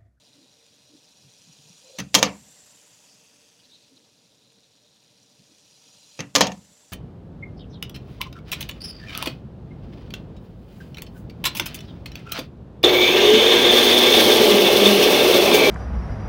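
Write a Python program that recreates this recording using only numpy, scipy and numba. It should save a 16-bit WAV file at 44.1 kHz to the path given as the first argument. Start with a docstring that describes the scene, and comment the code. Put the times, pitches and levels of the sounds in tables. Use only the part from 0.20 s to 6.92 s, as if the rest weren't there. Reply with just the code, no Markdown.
"""A plastic wind-up toy leans forward on a hard table in a small room, its gear train whirring.
The whir slows as a cam bends the rasping leg spring, then quickens as the load eases.
The catch snaps, the toy flies for a sixth of a second, lands, bounces and rocks to rest; each impact
excites shell, table and room. It leans again, feet scuffing, and turns a second backflip.
Throughout, a noise suppressor lifts only the strong sounds, which cuts the tails short."""
import sys
import numpy as np
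from scipy import signal
from scipy.fft import rfft, irfft, next_fast_len
from scipy.io import wavfile
from scipy.ndimage import uniform_filter1d
from numba import njit

SR = 44100
rng = np.random.default_rng(int(sys.argv[2]) if len(sys.argv) > 2 else 0)


def log_audio(samples):
    """Write samples as a 16-bit WAV file to the path given in sys.argv[1]."""
    # one column per channel
    frames = np.atleast_2d(samples).T
    # limit to full scale, then quantise
    limited = np.clip(frames, -1, 1)
    pcm = np.round(limited * 32767).astype(np.int16)
    wavfile.write(sys.argv[1], SR, pcm)


N = 296352
T = np.arange(N) / SR


def undb(db):
    """Logarithmic level: decibels to an amplitude ratio."""
    return 10 ** (np.asarray(db) / 20)


def unit(x):
    """Normalisation to an rms of 1."""
    return x / np.sqrt(np.mean(x ** 2))


def decay(t, t60):
    """Exponential damping, 60 dB down after t60."""
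    return np.exp(-np.log(1000) * t / t60)


def add(out, start_s, x):
    """Superposition: mix x into out from start_s."""
    i = max(int(start_s * SR), 0)
    out[i:i + len(x)] += x[:N - i]


def lookup(points, hz):
    """Interpolation of (frequency, value) points on a log-frequency axis."""
    f, value = np.transpose(points)
    return np.interp(np.log(hz + 1), np.log(f), value)


def colour(x, points, peaks=(), tilt_db=0):
    """Minimum-phase filter of unit power: a spectrum, resonant peaks and a tilt per octave above 500 Hz."""
    n = next_fast_len(len(x))
    n += n % 2
    hz = np.arange(n // 2 + 1) * SR / n
    db = lookup(points, hz) + tilt_db * np.log2(np.maximum(hz, 500))
    for f, width, height_db in peaks:
        db = db + height_db / (1 + (2 * (hz - f) / width) ** 2)
    cepstrum = irfft(np.log(unit(undb(db))))
    cepstrum[1:n // 2] *= 2  # folding the cepstrum makes the filter causal
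    cepstrum[n // 2 + 1:] = 0
    return irfft(rfft(x, n) * np.exp(rfft(cepstrum)))[:len(x)]


def whiten(x):
    """Whitening in third octaves: a flat spectrum of unit energy that keeps its fine comb of peaks."""
    spectrum = rfft(x)
    hz = np.arange(len(spectrum)) * SR / len(x)
    band = (3 * np.log2(np.maximum(hz, 100) / 100)).astype(int)
    power = np.bincount(band, np.abs(spectrum) ** 2) / np.bincount(band)
    centre_hz = np.bincount(band, hz) / np.bincount(band)
    flat = colour(x, np.column_stack([centre_hz, -10 * np.log10(power)]))
    return flat / np.sqrt(np.sum(flat ** 2))


@njit
def bandpass(x, hz, width_hz):
    """Second-order resonator in state-variable form; its centre may move."""
    y, band, low = np.empty(len(x)), 0., 0.
    for i in range(len(x)):
        g, damping = np.tan(np.pi * hz[i] / SR), width_hz / hz[i]
        v = (band + g * (x[i] - low)) / (1 + g * (g + damping))
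        band, low = 2 * v - band, low + 2 * g * v
        y[i] = damping * v
    return y


def resonate(x, hz, width_hz):
    """Two equal resonators in cascade, each width_hz wide, give steeper skirts."""
    centre = np.full(len(x), hz, dtype=float)
    return bandpass(bandpass(x, centre, float(width_hz)), centre, float(width_hz))


# spectrum of still room air (frequency [Hz], relative level [dB])
AIR_SPECTRUM = [(25, -30.5), (60, -13), (130, 0.5), (200, 1.5), (380, -5.5), (560, -5.5), (900, -16.5),
                (1500, -18), (5000, -14), (16000, -34.5)]
# resonances of table and room (frequency [Hz], width [Hz], gain [dB])
HOLLOW_PEAKS = [(120, 20, 3.5), (285, 17, 4.5), (367, 50, -2.5), (457, 22, 9), (589, 25, 8), (766, 28, 5.5),
                (960, 76, 5)]
def air(level_db=-65.5):
    """Filtered broadband noise: the quiet low rush of the room."""
    return undb(level_db) * colour(rng.standard_normal(N), AIR_SPECTRUM, HOLLOW_PEAKS)


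# dull hums of the tabletop, scuffs of the feet as the weight shifts, a longer hum of the tabletop swelling
# before the first jump # each (centre time [s], duration [s], frequency [Hz], crest level [dB])
TABLE_HUMS = [(.21, .18, 285, -61.5), (.745, .12, 298, -59), (1.055, .14, 139, -60.5),
              (1.29, .13, 159, -61.5), (1.4, .08, 152, -62), (1.5, .16, 157, -59.5),
              (2.215, .06, 186.5, -59), (3.76, .26, 292, -64), (5.21, .13, 159.4, -63),
              (5.32, 0.077, 300, -63)]
FOOT_SCUFFS = [(2.91, .22, 4993, -64.5), (3.4, 0.039, 3222, -63), (3.45, .06, 4100, -62),
               (3.54, .15, 3927, -57.5), (3.64, .16, 3965, -64.5), (3.775, .045, 3916, -61)]
TABLE_SWELLS = [(1.705, .24, 523, -58.5)]
def rubbing(events, width_hz):
    """Forced resonance: friction noise swells and fades in one narrow band."""
    out = np.zeros(N)
    for centre_s, length_s, hz, db in events:
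        n = int(length_s * SR)
        rub = resonate(rng.standard_normal(2 * n), hz, width_hz)[n:]  # steady state only
        swell = np.hanning(n)
        add(out, centre_s - length_s / 2, undb(db) * unit(rub * swell) * np.sqrt(np.mean(swell ** 2)))
    return out


FREE_HZ = 569  # tooth rate of the unloaded gears
# the cam pushes from LOAD_S before release to RUNOUT_S after; skew over 1 delays the hardest push
LOAD_S, RUNOUT_S, LOAD_SKEW = 3.5, .2, 1.05
STAND_S, LEAN_S = 0.41, 1.7  # after landing the toy stands upright, then leans forward
# backflips (release [s], landing [s], slowest tooth rate [Hz], whir change at the new spot [dB])
FLIPS = [(1.785, 1.944, 270, -0.35), (5.992, 6.156, 212, -3)]
def motion():
    """Speed falls with load. Gives load 0-1, tooth rate [Hz], uprightness 0-1, flight 0-1, spot [dB]."""
    load, upright, flight, spot_db = np.zeros((4, N))
    tooth_hz = np.full(N, float(FREE_HZ))
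    for release_s, landing_s, slowest_hz, change_db in FLIPS:
        turn = np.clip((T - release_s + LOAD_S) / (LOAD_S + RUNOUT_S), 0, 1)
        push = np.abs(np.sin(np.pi * turn ** LOAD_SKEW))
        load += push
        tooth_hz -= (FREE_HZ - slowest_hz) * push
        flight_s = landing_s - release_s
        upright += np.interp(T, np.cumsum([release_s, flight_s, STAND_S, LEAN_S]), [0, 1, 1, 0])
        flight += uniform_filter1d(1. * ((T > release_s) & (T < landing_s)), size=900)
        spot_db += change_db * np.clip((T - release_s) / flight_s, 0, 1)
    return load, tooth_hz, np.clip(upright, 0, 1), flight, spot_db


def gear_mesh(tooth_hz, paths, jitter=0.04, scatter_db=-1.5, limp=.24, tick_s=0.00093, rub=.7):
    """Amplitude-modulated noise, one row per path: each tooth ticks, then rubs, more at speed."""
    wobble = unit(uniform_filter1d(rng.standard_normal(N), size=300))
    passed = np.cumsum(tooth_hz * (1 + jitter * wobble)) / SR
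    tooth = passed.astype(int)
    force = undb(scatter_db * rng.standard_normal(N)[tooth])
    force *= 1 + limp * (-1.) ** tooth  # every other tooth is stronger
    sway = undb(-0.53 * np.sin(2 * np.pi * passed / 22))  # a 22-tooth wheel runs out of true
    contact = rub * tooth_hz / FREE_HZ + force * np.exp(-(passed % 1) / tooth_hz / tick_s)
    running_rms = np.sqrt(uniform_filter1d(contact ** 2, size=4410))
    return unit(rng.standard_normal((paths, N)) * sway * contact / running_rms)


def spring_rasp(centre_hz=3850, width_hz=900, loaded_db=-69, slack_db=-95):
    """Sliding friction: the spring's coils rub tooth by tooth, most under full load."""
    load, tooth_hz, *_ = motion()
    rub = gear_mesh(tooth_hz, paths=1)[0]
    return undb(slack_db + (loaded_db - slack_db) * load) * unit(resonate(rub, centre_hz, width_hz))


# case resonances in three postures (frequency [Hz], width [Hz], gain [dB])
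LEANING_PEAKS = [(2490, 160, 5), (3400, 220, 2.5), (4070, 260, 5.5), (4870, 170, 6.5), (5750, 320, 8),
                 (6890, 240, 6.5), (8904, 600, 3.5), (10700, 500, 2)]
HALFWAY_PEAKS = [(2540, 300, 7), (3363, 200, 3), (4000, 410, -6), (4760, 400, 4.5), (5700, 280, 4),
                 (6300, 400, 3.5), (7830, 440, 4), (9300, 500, 2.5)]
UPRIGHT_PEAKS = [(2520, 360, 2.2), (3500, 250, 1.2), (4770, 130, 2.7), (5900, 430, 8), (7840, 910, 5.1),
                 (8217, 110, 6), (11070, 700, 6.2), (15000, 700, 5)]
def through_case(x, spectrum, upright):
    """Resonance depends on shape: the case blends the peaks of the two nearest postures."""
    return sum(np.maximum(1 - np.abs(2 * upright - k), 0) * colour(x, spectrum, peaks)
               for k, peaks in enumerate([LEANING_PEAKS, HALFWAY_PEAKS, UPRIGHT_PEAKS]))


# spectra of the gearbox, the tooth sizzle and the body under it (frequency [Hz], relative level [dB])
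GEARBOX_SPECTRUM = [(1500, -18), (2100, -10), (2700, -1.5), (4000, -0.5), (5700, -2.5), (7000, -4.5),
                    (8200, -8.5), (10000, -23), (16000, -35.5)]
SIZZLE_SPECTRUM = [(5000, -29), (8000, -7.5), (9200, 3), (11000, -4.5), (13500, -7), (15500, -14)]
BODY_SPECTRUM = [(300, -7.5), (560, 4), (900, 4.5), (1300, 1), (2100, 9), (3200, -19.5)]
# whir paths (free-running level [dB], rise with speed [dB/octave], upright gain [dB], mid-air gain [dB])
CASE_LEVELS = (-55, 7, -4, -5)
SIZZLE_LEVELS = (-67.5, 6.5, .3, -3.5)
BODY_LEVELS = (-69, 5, 2.5, -8.5)
SLOT_LEVELS = (-64.5, 10.5, 2, -4)
def gear_whir(slot_open_hz=7200, slot_shut_hz=5500):
    """Source and filter: tooth ticks sound through the case, the body and the slot above the legs."""
    load, tooth_hz, upright, flight, spot_db = motion()
    ticks, fine_ticks, slot_ticks = gear_mesh(tooth_hz, paths=3)

    def gain(free_db, speed_db, upright_db, flight_db):
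        """Excitation and coupling: faster teeth hit harder; in mid-air the table carries no sound."""
        octaves = np.log2(tooth_hz / FREE_HZ)
        return undb(free_db + speed_db * octaves + upright_db * upright + flight_db * flight + spot_db)

    case = gain(*CASE_LEVELS) * through_case(ticks, GEARBOX_SPECTRUM, upright)
    sizzle = gain(*SIZZLE_LEVELS) * through_case(fine_ticks, SIZZLE_SPECTRUM, upright)
    body = gain(*BODY_LEVELS) * colour(ticks, BODY_SPECTRUM, HOLLOW_PEAKS)
    slot_hz = slot_open_hz + (slot_shut_hz - slot_open_hz) * load  # the cam presses the slot shut
    slot = gain(*SLOT_LEVELS) * unit(resonate(slot_ticks, slot_hz, width_hz=1500))
    return case + sizzle + body + slot


# reverberation of the room (frequency [Hz], T60 [s])
ROOM_DECAY = [(100, 0.99), (400, 0.35), (1100, 0.32), (2000, 0.27), (3600, 0.22), (6500, .175),
              (15000, 0.15)]
def reverberation(t, build_s=.003):
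    """Diffuse field: dense echoes build up quickly and die sooner in the treble."""
    spectrum = rfft(rng.standard_normal(len(t)))
    hz = np.arange(len(spectrum)) * SR / len(t)
    octave = np.round(np.log2(np.maximum(hz, 100)))
    tail = sum(irfft(spectrum * (octave == k), len(t)) * decay(t, lookup(ROOM_DECAY, 2 ** k))
               for k in np.unique(octave))
    return tail * (1 - np.exp(-t / build_s))


def ring(modes, t, detune, scatter_db):
    """Modal superposition: each blow hits another spot, so strengths and pitches vary a little."""
    out = np.zeros(len(t))
    for k, (hz, db, t60) in enumerate(modes):
        level_draw, pitch_draw = rng.standard_normal(2)
        tone = np.sin(2 * np.pi * hz * (1 + detune * pitch_draw) * t)
        out += (-1) ** k * undb(db + scatter_db * level_draw) * decay(t, t60) * tone
    return out


# modes of the table (frequency [Hz], relative level [dB], T60 [s])
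TABLE_MODES = [(74, -17.5, 0.8), (98, -12.5, .33), (131.7, -10, 0.51), (170.5, -9.5, 0.11),
               (183.3, -4, 0.36), (203, -7, 0.58), (234, -6, 0.21), (285, 2, 0.28), (437, -1.5, .17),
               (502, -5, 0.2), (526.5, -5, 0.23), (583, -11.5, 0.093)]
def table_ring(t, push_hz, rise_s=0.0076):
    """Plate vibration: a soft push moves only the low modes, and the heavy top is slow to get going."""
    modes = [(hz, db - 10 * np.log10(1 + (hz / push_hz) ** 4), t60) for hz, db, t60 in TABLE_MODES]
    return ring(modes, t, detune=0.0027, scatter_db=-2.5) * (1 - np.exp(-t / rise_s))


# modes of the hollow shell (frequency [Hz], relative level [dB])
SHELL_MODES = [(1205, 0.5), (1800, -5), (1900, -3), (2285, -5.5), (2395, -2.5), (2713, 1.5), (3040, -3.5),
               (3230, 4), (3810, -8), (4395, -8), (4810, -3.5), (5800, -2.5), (6100, 0), (6540, -1.5)]
def shell_ring(t, t60=.11):
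    """Damped free vibration of the struck plastic shell."""
    return ring([(hz, db, t60) for hz, db in SHELL_MODES], t, detune=0.0017, scatter_db=-3.5)


def impacts(events, spectrum, peaks, crack_t60, rattle_db, room_db, shell_db, table_db, push_hz):
    """Impulsive excitation: each blow clicks, rattles loose parts, and rings shell, table and room."""
    out, t = np.zeros(N), np.arange(SR // 2) / SR
    for start_s, db, tilt_db, thump_db in events:
        grains = np.repeat(undb(4 * rng.standard_normal(len(t))), 24)[:len(t)]  # 4 dB of roughness
        crack = unit(grains * rng.standard_normal(len(t))) * decay(t, crack_t60)
        crack[0] += undb(11)  # the click of first contact
        rattle = undb(rattle_db) * whiten(crack + undb(room_db) * reverberation(t))
        shell = undb(shell_db) * shell_ring(t)
        table = undb(table_db + thump_db) * table_ring(t, push_hz)
        add(out, start_s, undb(db) * (colour(rattle, spectrum, peaks, tilt_db) + shell + table))
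    return out


# catch and leg kicks (time [s], level [dB], tilt [dB/octave], relative table thump [dB])
KICKS = [(1.7853, -36, -2, -15), (1.7872, -30, 2, 1), (1.7935, -30.5, -3, -12), (1.7985, -33.5, 2, -12.5),
         (1.8022, -31, -0.5, -6), (5.9920, -30.5, -2.5, -6.5), (5.9975, -31.5, -3.5, -5.5),
         (6.0048, -28, -1, -5.5)]
# spectrum of the snap inside the shell (frequency [Hz], relative level [dB])
SNAP_SPECTRUM = [(60, -13.5), (130, 14), (280, 6.5), (360, -1), (500, 4.5), (900, -0.5), (1600, -2),
                 (2200, -0.5), (3200, 1.5), (4600, 1), (6600, -2.5), (7900, -10), (16000, -20)]
# resonances of the spring's snap (frequency [Hz], width [Hz], gain [dB])
SPRING_PEAKS = [(770, 26, 4.9), (1920, 300, 6.8), (2650, 400, 7.5), (6150, 700, 10)]
def take_offs():
    """Release of elastic energy: the catch lets go and the spring kicks the legs against the table."""
    return impacts(KICKS, SNAP_SPECTRUM, SPRING_PEAKS, crack_t60=0.022, rattle_db=16.0,
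                   room_db=-16, shell_db=-34.5, table_db=-12.5, push_hz=300)


# the feet land, bounce and rock (time [s], level [dB], tilt [dB/octave], relative table thump [dB])
FOOTFALLS = [(1.9435, -16, 0.2, -12), (1.95, -9.5, 2.5, -10.5), (1.9797, -24, -8.5, -2),
             (1.9872, -28, 2.5, -3.5), (2.0279, -12, -1.4, -10.5), (6.1525, -14.5, 0, -9.5),
             (6.1601, -14, 0.3, -9), (6.182, -31, 2.5, -2.5), (6.2085, -10.5, -2, -7),
             (6.269, -29.5, 0.5, -4.5), (6.319, -37.5, 0, -4)]
# a rebound chatter after each blow (shortest delay [s], longest delay [s], relative level [dB], extra table
# thump [dB])
REBOUND = (.003, .006, -10, 3)
# spectrum of plastic striking the tabletop (frequency [Hz], relative level [dB])
CLACK_SPECTRUM = [(25, -33), (60, -15), (150, -5.5), (280, 0), (360, -7.5), (480, 0.5), (1050, 1),
                  (1450, -2.5), (2000, 0), (3200, 2), (4300, 2.5), (6700, 2.5), (7900, -10.5), (16000, -21)]
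# resonances of the striking feet (frequency [Hz], width [Hz], gain [dB])
FOOT_PEAKS = [(530, 260, 6), (732, 23, 6), (925, 61, 5), (1055, 93, 2.5), (1770, 120, 5), (2370, 90, 1.5),
              (3050, 220, 2.5), (6200, 400, 2.5)]
def landings():
    """Inelastic collisions: the feet strike the hard table, and each blow chatters once more just after."""
    soonest_s, latest_s, softer_db, extra_thump_db = REBOUND
    chatter = [(s + rng.uniform(soonest_s, latest_s), db + softer_db, tilt_db, thump_db + extra_thump_db)
               for s, db, tilt_db, thump_db in FOOTFALLS]
    return impacts(FOOTFALLS + chatter, CLACK_SPECTRUM, FOOT_PEAKS, crack_t60=.027, rattle_db=16.5,
                   room_db=-16.5, shell_db=-26.5, table_db=-16, push_hz=1400)


def scene():
    """Superposition of toy, table and room at one microphone."""
    hums = rubbing(TABLE_HUMS, width_hz=64)
    creak = rubbing(TABLE_SWELLS, width_hz=77)
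    scuffs = rubbing(FOOT_SCUFFS, width_hz=900)
    return (hums + creak + scuffs + take_offs() + landings() + gear_whir() + spring_rasp() + air())[None]


def suppress_noise(x, margin_db=11, knee_db=4.5, lift_db=12):
    """Spectral gating with make-up gain: bands well above their median level are lifted."""
    _, _, spectra = signal.stft(x, nperseg=512, noverlap=384)
    power = uniform_filter1d(np.abs(spectra) ** 2, size=5, axis=0)
    power = uniform_filter1d(power, size=5, axis=1)
    over_db = 10 * np.log10(np.maximum(power / np.median(power, axis=1, keepdims=True), 1e-9))
    opening = .5 + .5 * np.tanh((over_db - margin_db) / (2 * knee_db))
    return signal.istft(spectra * undb(lift_db * opening), nperseg=512, noverlap=384)[1][:N]


def record(dry, low_cut_hz=45, high_cut_hz=15900):
    """Gating, clipping and band limiting: the landings overload the recorder; deep bass and top are cut."""
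    clipped = np.clip(suppress_noise(dry[0]), -1, 1)[None]
    thinned = signal.sosfilt(signal.butter(1, low_cut_hz, "high", fs=SR, output="sos"), clipped)
    return signal.sosfilt(signal.ellip(12, .2, 90, high_cut_hz, fs=SR, output="sos"), thinned)


dry = scene()
out = record(dry)
log_audio(out)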